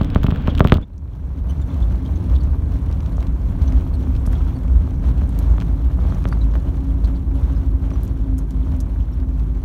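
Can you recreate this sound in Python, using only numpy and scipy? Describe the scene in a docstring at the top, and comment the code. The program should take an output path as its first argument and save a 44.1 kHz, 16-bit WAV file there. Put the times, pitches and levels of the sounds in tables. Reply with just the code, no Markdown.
"""A bus on a gravel road, heard from inside, the microphone close to a side window.
A rough stretch shakes the pane into knocks and ticks, the hardest overloading the microphone. The
recording level ducks under the loud knocks, then road rumble and the slowly sinking engine drone swell
back. The low rumble throbs now and then, and loose gravel swells the tyre noise under the floor;
trim squeaks and rattles, grit flicks the body."""
import sys
import numpy as np
from scipy import signal
from scipy.fft import rfft, irfft
from scipy.io import wavfile
from scipy.ndimage import uniform_filter1d

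SR = 44100
rng = np.random.default_rng(int(sys.argv[2]) if len(sys.argv) > 2 else 0)


def output_pcm(signal):
    """Save a mono or channel-first signal as 16-bit PCM at the path in sys.argv[1].

    Samples are clipped to [-1, 1] before scaling.
    """
    pcm = np.clip(np.atleast_2d(signal).T, -1, 1) * 32767
    wavfile.write(sys.argv[1], SR, np.round(pcm).astype(np.int16))


N = 425124
TIME = np.arange(N) / SR
LEAD, EARLY_S = 256, 0.0045  # an impact has LEAD samples of run-in and is mixed in EARLY_S early

# tone of the window frame, ticking or crackling: (frequency [Hz], gain [dB])
FRAME_COLOUR = [(300, -12), (1100, 3.5), (2200, -1), (3300, -0.5), (4700, -13.5), (8500, -24.5),
                (10500, -31), (14500, -19.5), (16000, -22)]


def undb(db):
    """Decibels to gain."""
    return 10 ** (np.asarray(db) / 20)


def unit(x):
    """Scale to rms 1."""
    return x / np.sqrt(np.mean(x ** 2))


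def peak(x, db):
    """Scale to a peak level."""
    return x * undb(db) / np.abs(x).max()


def add(out, s, sound):
    """Mix a sound in at s seconds."""
    i = max(int(s * SR), 0)
    out[i:i + len(sound)] += sound[:N - i]


def curves(table):
    """Each column after the first, joined by straight lines in time."""
    s, *columns = np.transpose(table)
    return [np.interp(TIME, s, column) for column in columns]


def release(s, decay_s):
    """Gain that holds at 1 until s and then dies away."""
    return np.exp(-np.maximum(TIME - s, 0) / decay_s)


def freqs(size):
    """Frequencies of the spectrum of a sound of this length."""
    return np.maximum(np.fft.rfftfreq(size, 1 / SR), 1)


def colour(x, points, resonances=()):
    """Filter by an outline (frequency [Hz], gain [dB]) and peaks (centre [Hz], width [Hz], gain [dB])."""
    f, (hz, db) = freqs(len(x)), np.transpose(points)
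    outline_db = np.interp(np.log(f), np.log(hz), db)
    peaks_db = sum(gain / (1 + (2 * (f - centre) / width) ** 2) for centre, width, gain in resonances)
    return irfft(rfft(x) * undb(outline_db + peaks_db), len(x))


def band(x, lo_hz, hi_hz):
    """Band-pass with steep skirts."""
    f = freqs(len(x))
    return irfft(rfft(x) / (1 + (lo_hz / f) ** 10) / (1 + (f / hi_hz) ** 10), len(x))


def walk(rate):
    """Random levels held 1 / rate seconds and smoothed twice; rms 1."""
    hold = int(SR / rate)
    steps = np.repeat(rng.standard_normal(N // hold + 1), hold)
    return unit(uniform_filter1d(uniform_filter1d(steps, hold), hold)[:N])


def tail(t60, size=16384):
    """Noise of energy 1 that dies away."""
    ring = rng.standard_normal(size) * np.exp(-np.log(1000) * np.arange(size) / SR / t60)
    return ring / np.linalg.norm(ring)


def click(ring_db, t60, size=4096):
    """A sharp contact and its brief scatter."""
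    burst = undb(ring_db) * tail(t60, size) + signal.unit_impulse(size)
    return np.roll(burst, LEAD)


def patter(rate, spread_db, t60):
    """Random small impacts, a few much harder than the rest, each with its own short scatter."""
    hits = rng.random(N) < rate / SR
    force = undb(spread_db * np.minimum(rng.exponential(size=N), np.pi))
    decay = np.exp(-2 * np.log(1000) / (t60 * SR))
    energy = signal.lfilter([1], [1, -decay], (hits * force) ** 2 + 1e-18)
    return unit(np.sqrt(energy) * rng.standard_normal(N))


def shaking(end_s=0.775, settle_s=0.064, release_s=0.0032):
    """On the rough stretch the window shudders, chafes and crackles in its seal, then settles."""
    # tone of the shaken window: (frequency [Hz], gain [dB])
    shake_colour = [(12, -36), (20, -3), (61, 1.5), (120, -8), (198, -12), (293, -14), (347, -35),
                    (422, -26), (698, -24.5), (1330, -30.5), (1530, -29.5), (1860, -37), (3250, -40.5),
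                    (9950, -71), (16000, -62)]
    resonances = [(500, 180, 5), (2480, 750, 1.5), (3360, 900, 4.5), (5060, 1300, -4), (7500, 3000, -3.5)]
    chafe = colour(rng.standard_normal(N), shake_colour, resonances)
    crackle = colour(patter(rate=170, spread_db=3.5, t60=0.003), FRAME_COLOUR)
    grip = undb(1.5 * walk(40))
    shudder = unit(band(chafe, 13, 405)) * undb(-18.5)
    rasp = (unit(band(chafe, 360, 16000)) * grip + undb(-4) * crackle) * undb(-41.5)
    settling = undb(-8) * release(end_s + settle_s, release_s)
    return (shudder + rasp) * np.maximum(release(end_s, release_s), settling)


def knocks(lag_cycles=0.621, panel_db=-19.5, cabin_db=-13):
    """The pane hits its frame; high bending waves run faster, so each knock sweeps from crack to thud."""
    # blows of the pane: (time [s], midrange peak [dB], thud [dB], brightness [dB])
    blows = [(0.01, -14.5, 8, -15), (0.158, -9, 5.5, -3), (0.242, -16.5, 11, -22),
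             (0.283, -18.5, 11.5, -21), (0.321, -18, 7.5, -17), (0.479, -13, 7.5, -16),
             (0.6042, -1.5, 2, 0), (0.6483, -8, 5, -8), (0.7202, -.5, 5, 6.5), (0.756, -22.5, 10, -34),
             (0.7818, -22, 5, -19), (2.545, -34, 4, -17), (3.18, -26.5, -8, -17), (4.26, -32, 7, -12),
             (4.274, -24.5, 10, -10), (4.698, -32.5, -2, -15), (4.875, -29, 1, -18), (5.217, -26.5, 3, -7),
             (5.498, -31.5, 3, -13), (5.581, -23, -3, 0), (5.989, -25.5, -2, -16), (6.05, -28, -6, -8),
             (6.122, -23, 2, -9), (6.253, -17.5, 2, 3.5), (6.553, -23, 1, 1), (7.914, -27.5, 6, -4),
             (8.67, -30.5, 5, -12)]
    # tone of the pane: (frequency [Hz], gain [dB])
    pane_colour = [(20, -18), (65, 2), (125, -2.5), (210, -4.5), (350, -14), (560, -13.5), (850, -20),
                   (1200, -17), (1750, -26), (2700, -36), (3500, -35), (5000, -61), (16000, -88)]
    cabin_colour = [(90, -29.5), (180, 3), (1200, -3), (2000, -13), (4000, -26)]
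    out, size = np.zeros(N), SR // 10
    phase_lag = 2 * np.pi * lag_cycles * np.log(freqs(16384) / 51)
    sweep = colour(np.roll(irfft(np.exp(-1j * phase_lag)), LEAD), pane_colour)
    rise = np.minimum(np.arange(size) / LEAD, 1)
    for s, db, thud_db, bright_db in blows:
        blow = colour(sweep, [(220, thud_db), (500, 0), (1200, 0.003), (2400, bright_db)])[:size] * rise
        blow *= undb(db) / np.abs(band(blow, 492, 2200)).max()
        cabin = colour(tail(t60=0.097), cabin_colour, [(600, 140, 8.6), (1750, 630, 4.1)])
        add(out, s - EARLY_S, blow)
        # the panel and the cabin ring hollow just after the blow
        add(out, s + 0.00405, undb(db + panel_db + thud_db / 2) * panel())
        add(out, s + 0.00194, undb(cabin_db) * signal.fftconvolve(blow, cabin[:SR // 4]))
    return out


def panel(detune_share=0.028):
    """The wall panel under the window rings after a knock, a little differently each time."""
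    # hollow modes of the panel: (frequency [Hz], relative level [dB], t60 [s])
    modes = [(182, -5, 0.2), (332.5, -4, .13), (399, -4.5, 0.17), (614.5, -1, 0.066), (755, -10.5, 0.086),
             (1195, -12.5, 0.029)]
    t = np.arange(SR // 5) / SR
    detune = 1 + detune_share * rng.standard_normal(len(modes))
    return sum((-1) ** k * undb(db - 60 * t / t60) * np.sin(2 * np.pi * hz * detune[k] * t)
               for k, (hz, db, t60) in enumerate(modes))


def ticks():
    """The window frame ticks sharply between the knocks, close to the microphone."""
    # contacts in the frame: (time [s], peak [dB], body [dB], top end [dB])
    contacts = [(0.0132, -20, -10, -1), (0.032, -25, -13, 1), (0.045, -21, -7, 1), (0.101, -24, -3, 1),
                (0.147, -16.5, -13, -1), (0.232, -12.5, 5, 5), (0.2387, -19, -8, 0), (0.265, -13.5, 7, -8),
                (0.2673, -18.5, -8, -1), (0.305, -18, -2, -4), (0.311, -17.5, -2, -4), (0.359, -20.5, 6, 0),
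                (0.4733, -12.5, 7.5, -2), (0.5503, -17.5, -5, 0), (0.576, -21, -6, -2),
                (0.5814, -16, -14, -6), (0.5942, -11, 0, 5), (0.6439, -17.5, -11, -2), (0.6721, -10, -5, 0),
                (0.6831, -18, -7, -7), (0.6968, -17, -2, -8), (0.7234, -4, 4, 7), (0.729, -18, -6, 2),
                (0.7406, -13.5, -18, -2), (0.749, -23, -12, -4), (0.77, -23, -11, -1)]
    out = np.zeros(N)
    for s, db, body_db, top_db in contacts:
        tick = colour(click(ring_db=-3, t60=0.008), FRAME_COLOUR)
        tick = colour(tick, [(1700, body_db), (3000, 0), (4000, 0), (9000, top_db)])
        add(out, s - EARLY_S, peak(tick, db))
    return out


def squeaks(length_s=0.035, wobble_share=0.014, grip_db=3, glide_share=0.025):
    """Plastic trim catches and slips: a short uneven chirp that bends in pitch, with a dry scrape."""
    # slips: (time [s], level [dB], pitch [Hz], step per overtone [dB], scrape re the tone [dB])
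    slips = [(0.496, -38.5, 3300, -25, -9), (0.822, -47, 3500, -27.5, -20), (1.493, -46, 3040, -3.5, -6),
             (1.612, -50, 3580, -7, -8), (1.698, -52.5, 3540, -15.5, -5), (1.82, -46, 3450, -18, -6),
             (2.052, -50, 3230, -11, -2), (2.154, -53, 6250, -17, -1), (2.35, -51, 3410, -14, 3),
             (2.402, -50, 4470, -22, -6), (3.672, -48.5, 6030, -20, -3), (3.935, -53, 4320, -4, -3),
             (4.351, -48, 3300, -21, -5), (4.554, -53, 4420, -8, -12), (6.315, -48, 4560, -10, -10),
             (6.32, -38, 1150, -24, -24), (6.41, -45.5, 3904, -23, -15), (7.039, -48.5, 4273, -9, 1),
             (7.151, -54.5, 4500, -20, -1), (7.557, -56, 5170, -20, -9), (7.932, -54, 5860, -18, -13),
             (9.123, -57, 5500, -20, -11)]
    scrape_colour = [(1500, -18), (3500, 10), (9000, -12), (16000, -11)]
    out, size = np.zeros(N), int(length_s * SR)
    along = np.linspace(0, 1, size)
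    swell = np.sin(np.pi * along ** 0.42) ** 2
    wobble = 1 + wobble_share * walk(500)
    grip = unit(undb(grip_db * walk(450)))
    for (s, db, hz, overtone_db, scrape_db), bend in zip(slips, rng.uniform(-1, 1, len(slips))):
        now = slice(int(s * SR), int(s * SR) + size)
        phase = 2 * np.pi * np.cumsum(hz * (wobble[now] + glide_share * bend * along)) / SR
        tone = sum(undb(overtone_db * k) * np.sin((k + 1) * phase) for k in range(int(13000 / hz)))
        scrape = unit(colour(rng.standard_normal(SR // 10), scrape_colour, [(hz, 1200, 8)]))[:size]
        add(out, s, undb(db) * swell * grip[now] * (tone + undb(scrape_db) * scrape))
    return out


def level_recovery(until_s=0.85, recover_s=0.7, dip_s=0.888, dip_width_s=0.042):
    """Recording level of engine and road: ducked under the loud knocks, it dips, then swells back."""
    duck_db = -20 * release(until_s, recover_s)
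    dip_db = -1.5 * np.exp(-np.abs((TIME - dip_s) / dip_width_s) ** 4)
    return undb(duck_db + dip_db)


def engine():
    """The low firing orders boom in the cabin; the fifth to seventh sing roughly in the panels."""
    # the engine speeds up, eases off, then slows gently: (time [s], firing rate [Hz])
    speed = [(1.6, 56), (2.05, 60.77), (2.6, 59.65), (3.3, 53.05), (4.6, 50.47), (5, 52.49), (5.9, 54.23),
             (6.9, 53.74), (8.3, 52.75), (9.64, 51.3)]
    # its drone at the window seat: (time [s], boom [dB], song [dB])
    levels = [(1.6, -23, -44), (2.15, -27, -36), (3.2, -21, -47), (3.65, -24, -35), (4.25, -18.5, -36.5),
              (5.9, -20, -43), (6.8, -20.5, -34), (8.85, -21.5, -32.5), (9.02, -22, -48), (9.2, -21, -34.5),
              (9.64, -20.5, -35.5)]
    # weaker low orders: (multiple of the firing rate, level re the fundamental [dB])
    low_orders = [(2, -16.5), (3, -20), (4, -31.5)]
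    # orders that the panels sing: (multiple of the firing rate, level re the song [dB])
    song_orders = [(5, -0.5), (6, -15.5), (7, -18)]
    (hz,), (boom_db, song_db) = curves(speed), curves(levels)
    phase = 2 * np.pi * np.cumsum(hz * (1 + 0.004 * walk(6))) / SR
    weak = sum(undb(db + 4.1 * walk(7.6)) * np.sin(k * phase + 0.94 * walk(15)) for k, db in low_orders)
    boom = undb(boom_db + 1.6 * walk(6.6)) * (np.sin(phase) + weak)
    song = sum(undb(db + 2.1 * walk(24)) * np.sin(k * phase + 0.4 * walk(40)) for k, db in song_orders)
    return np.sqrt(2) * (boom + undb(song_db) * song)


def road():
    """Tyres shake the body and its panels; crunching gravel comes through above them, in jolts."""
    # how hard the road drives tyres and body: (time [s], drive [dB])
    drive = [(1.9, 5), (2.7, 0.5), (4.2, 1), (4.85, -0.85), (5.4, 0.5), (6.3, -0.5), (7.2, -1.5),
             (9.64, -4)]
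    # resonances of the cabin and its panels: (centre [Hz], width [Hz], gain [dB])
    cabin = [(56, 9.9, -3.5), (74.4, 15, 3.5), (179.5, 27, 3.5), (236.5, 22, -4), (261, 15, -0.5),
             (346, 22, 6), (477, 83, 0), (576, 31, 2.5), (668, 36, 4), (815, 150, 2), (980, 240, 2.5),
             (1850, 270, -0.5), (4200, 510, 5), (4980, 340, -5), (10460, 480, -6), (12600, 2500, -1.5),
             (1160, 140, 0.5), (1580, 110, 2)]
    # tone of the shaken body: (frequency [Hz], gain [dB])
    body_colour = [(12, -39), (20, -11.5), (40, 2), (64, 5), (107, -12), (174, -18.5), (215, -24),
                   (263, -17.5), (299, -28), (397, -35), (600, -30.5), (780, -78), (1320, -120)]
    # tone of gravel under the tyres: (frequency [Hz], gain [dB])
    gravel_colour = [(210, -30.5), (350, -16), (398, -6.5), (584, -8.5), (754, -13), (1090, -14),
                     (1940, -24), (3130, -22), (3390, -23), (4380, -31), (4980, -30), (6030, -28.5),
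                     (10400, -45), (12400, -45.5), (16000, -44)]
    (drive_db,), loose_db, jolt = curves(drive), loose_gravel(), walk(30)
    body = colour(rng.standard_normal(N), body_colour, cabin)
    tread = patter(rate=110, spread_db=2.8, t60=0.025)
    tyres = colour(rng.standard_normal(N) + undb(-3.5) * tread, gravel_colour, cabin)
    # a jolt throws up stones in a cluster
    stones = unit(patter(rate=210, spread_db=3.2, t60=0.007) * undb(1.5 * jolt))
    gravel = undb(-2) * stones + undb(-5) * fine_gravel()
    crunch = colour(rng.standard_normal(N) + gravel, gravel_colour, cabin)
    # each layer answers the road, the loose gravel and the jolts to its own degree
    rumble = unit(band(body, 36.6, 95.3)) * undb(-19 + 0.96 * drive_db)
    drone = unit(band(body, 96, 466)) * undb(-27.5 + 0.9 * drive_db + 0.28 * loose_db + 0.53 * jolt)
    roar = unit(band(tyres, 392, 2440)) * undb(-45 + drive_db + 0.86 * loose_db + 0.91 * jolt)
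    hiss = unit(band(crunch, 1870, 7500)) * undb(-60.5 + 0.96 * drive_db + loose_db + 1.16 * jolt)
    fizz = unit(band(crunch, 9040, 16100)) * undb(-66 + 0.83 * drive_db + 0.61 * loose_db + 0.44 * jolt)
    return rumble + drone + roar + hiss + fizz


def fine_gravel(count=7000, lo_hz=3000, hi_hz=13500, cycles=5, spread_db=5):
    """Fine gravel tinkles under the body, each grain ringing a few cycles at its own pitch."""
    out, t = np.zeros(N), np.arange(SR // 80) / SR
    for when, pitch, softness in rng.random((count, 3)):
        hz = lo_hz * (hi_hz / lo_hz) ** pitch
        strength = hz * undb(-spread_db * np.log(softness + 0.03))
        add(out, when * TIME[-1], strength * np.sin(2 * np.pi * hz * t) * np.exp(-t * hz / cycles))
    return unit(out)


def grit():
    """Grit flicks against the bodywork: a bright strike with a short spray."""
    # the hardest flicks: (time [s], peak [dB], resonance [Hz], top end [dB])
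    flicks = [(0.979, -41.5, 6000, -21), (2.435, -39, 5800, -13), (3.168, -36, 6700, -15),
              (4.2621, -31, 10500, -9), (4.266, -29, 8600, -10), (4.3246, -36, 15000, 2),
              (4.87, -40, 4200, -20), (5.291, -36, 8800, -6), (5.388, -24.5, 4100, 4),
              (6.146, -38, 5600, -12), (6.232, -42, 5600, -14), (6.2761, -35, 5840, -8),
              (6.286, -31, 3900, -7), (8.0322, -25, 12500, -1), (8.049, -33, 12700, -2),
              (8.077, -37, 7000, -16), (8.3808, -27, 8980, -5), (8.387, -31, 7000, -3),
              (8.5066, -34, 4220, -11), (8.764, -37, 7000, 1), (8.8023, -28.5, 5940, -13),
              (8.807, -29, 6500, -6)]
    # tone of a flick: (frequency [Hz], gain [dB])
    flick_colour = [(1500, -12), (4500, -7), (6200, -1), (8000, -5), (12000, 2.5), (16000, -8)]
    out = np.zeros(N)
    for s, db, hz, top_db in flicks:
        strike = click(ring_db=2, t60=0.007)
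        spray = undb(-1.5) * np.roll(tail(t60=0.055, size=len(strike)), LEAD)
        flick = colour(strike + spray, flick_colour, [(hz, 2500, 8)])
        flick = colour(flick, [(8000, 0), (14000, top_db)])
        add(out, s - EARLY_S, peak(flick, db))
    return out


def loose_gravel(attack_s=0.026, release_s=0.12):
    """Swell in dB: it rises as the wheels enter loose gravel, holds, and dies away behind them."""
    # patches under the wheels: (time [s], length [s], swell of the hiss [dB])
    patches = [(1.475, 0.018, 3), (1.68, 0.11, 3.5), (2.3, 0.25, 1.5), (2.917, 0.12, 1),
               (3.177, 0.067, 1.5), (3.603, 0.14, 2.5), (4.32, 0.025, 5.5), (4.411, .02, 0),
               (5.04, 0.056, 4.5), (5.376, 0.077, 3.5), (6.013, 0.099, 6), (6.246, 0.14, 1),
               (6.547, 0.062, 3), (7.02, 0.035, 1.5), (7.36, 0.03, 6.5), (7.845, .13, 4),
               (8.511, 0.25, 2.5), (9.368, 0.059, 2)]
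    return sum(db * np.clip((TIME - s) / attack_s + 1, 0, 1) * release(s + length_s, release_s)
               for s, length_s, db in patches)


def low_throbs(length_s=0.17):
    """The cabin's low rumble swells briefly near 60 Hz."""
    # throbs of the cabin: (time of the crest [s], peak [dB], pitch [Hz])
    throbs = [(1.88, -12, 52.9), (2.0, -16.5, 72.4), (2.119, -12, 74), (2.359, -10.5, 61.8),
              (2.751, -13, 52.65), (3.759, -10, 57.8), (4.74, -11.5, 60.5), (5.08, -13.5, 62),
              (5.5, -10.5, 56), (5.831, -11, 57.2), (6.22, -14, 58)]
    out, t = np.zeros(N), np.arange(int(length_s * SR)) / SR
    for s, db, hz in throbs:
        boom = np.sin(2 * np.pi * (hz * t + rng.random()))
        add(out, s - length_s / 2, undb(db) * np.hanning(len(t)) * boom)
    return out


def rattles():
    """Loose fittings clatter in the cabin, each contact a short clack."""
    # clacks: (time [s], peak [dB], brightness [dB])
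    clacks = [(1.955, -36, 16), (2.297, -29, 3), (2.912, -33, 11), (2.925, -31, 16), (3.004, -27, 3),
              (3.06, -33, 9), (3.204, -33, 20), (3.226, -25, 0.5), (3.268, -33.5, 14), (3.618, -35, 16),
              (3.722, -28.5, 9), (3.778, -39, 6), (4.151, -32, 8), (4.163, -30, 17), (4.255, -34, 3),
              (4.33, -30, 3), (4.679, -36, 3), (5.04, -37, 8), (5.601, -26, 8), (5.611, -26.5, 6),
              (5.62, -25.5, -7), (6.24, -33, 8), (6.325, -17.5, -18), (6.537, -30.5, -2), (7.044, -34, 10),
              (7.904, -30, 9), (7.956, -30, 0), (9.2, -36.5, 10), (9.396, -36, 7)]
    # tone of a fitting: (frequency [Hz], gain [dB])
    fitting_colour = [(400, -12), (1150, 10.5), (1600, 1), (2200, -0.5), (4000, -9.5), (6200, -14),
                      (9000, -27), (15000, -29)]
    out = np.zeros(N)
    for s, db, bright_db in clacks:
        clack = colour(click(ring_db=3, t60=0.019), fitting_colour)
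        clack = colour(clack, [(1700, 0), (3500, bright_db)])
        add(out, s - EARLY_S, peak(clack, db))
    return out


def scene():
    """Everything as one microphone at the window seat picks it up."""
    ride = (engine() + road()) * level_recovery() + low_throbs()
    window = shaking() + knocks() + ticks()
    return (ride + window + rattles() + grit() + squeaks())[None]


def record(dry, top_hz=16000):
    """The hardest knocks overload the microphone; the top is cut."""
    rounded = dry / (1 + dry ** 6) ** (1 / 6)
    return signal.sosfilt(signal.ellip(8, 0.2, 70, top_hz, fs=SR, output="sos"), rounded)


dry = scene()
out = record(dry)
output_pcm(out)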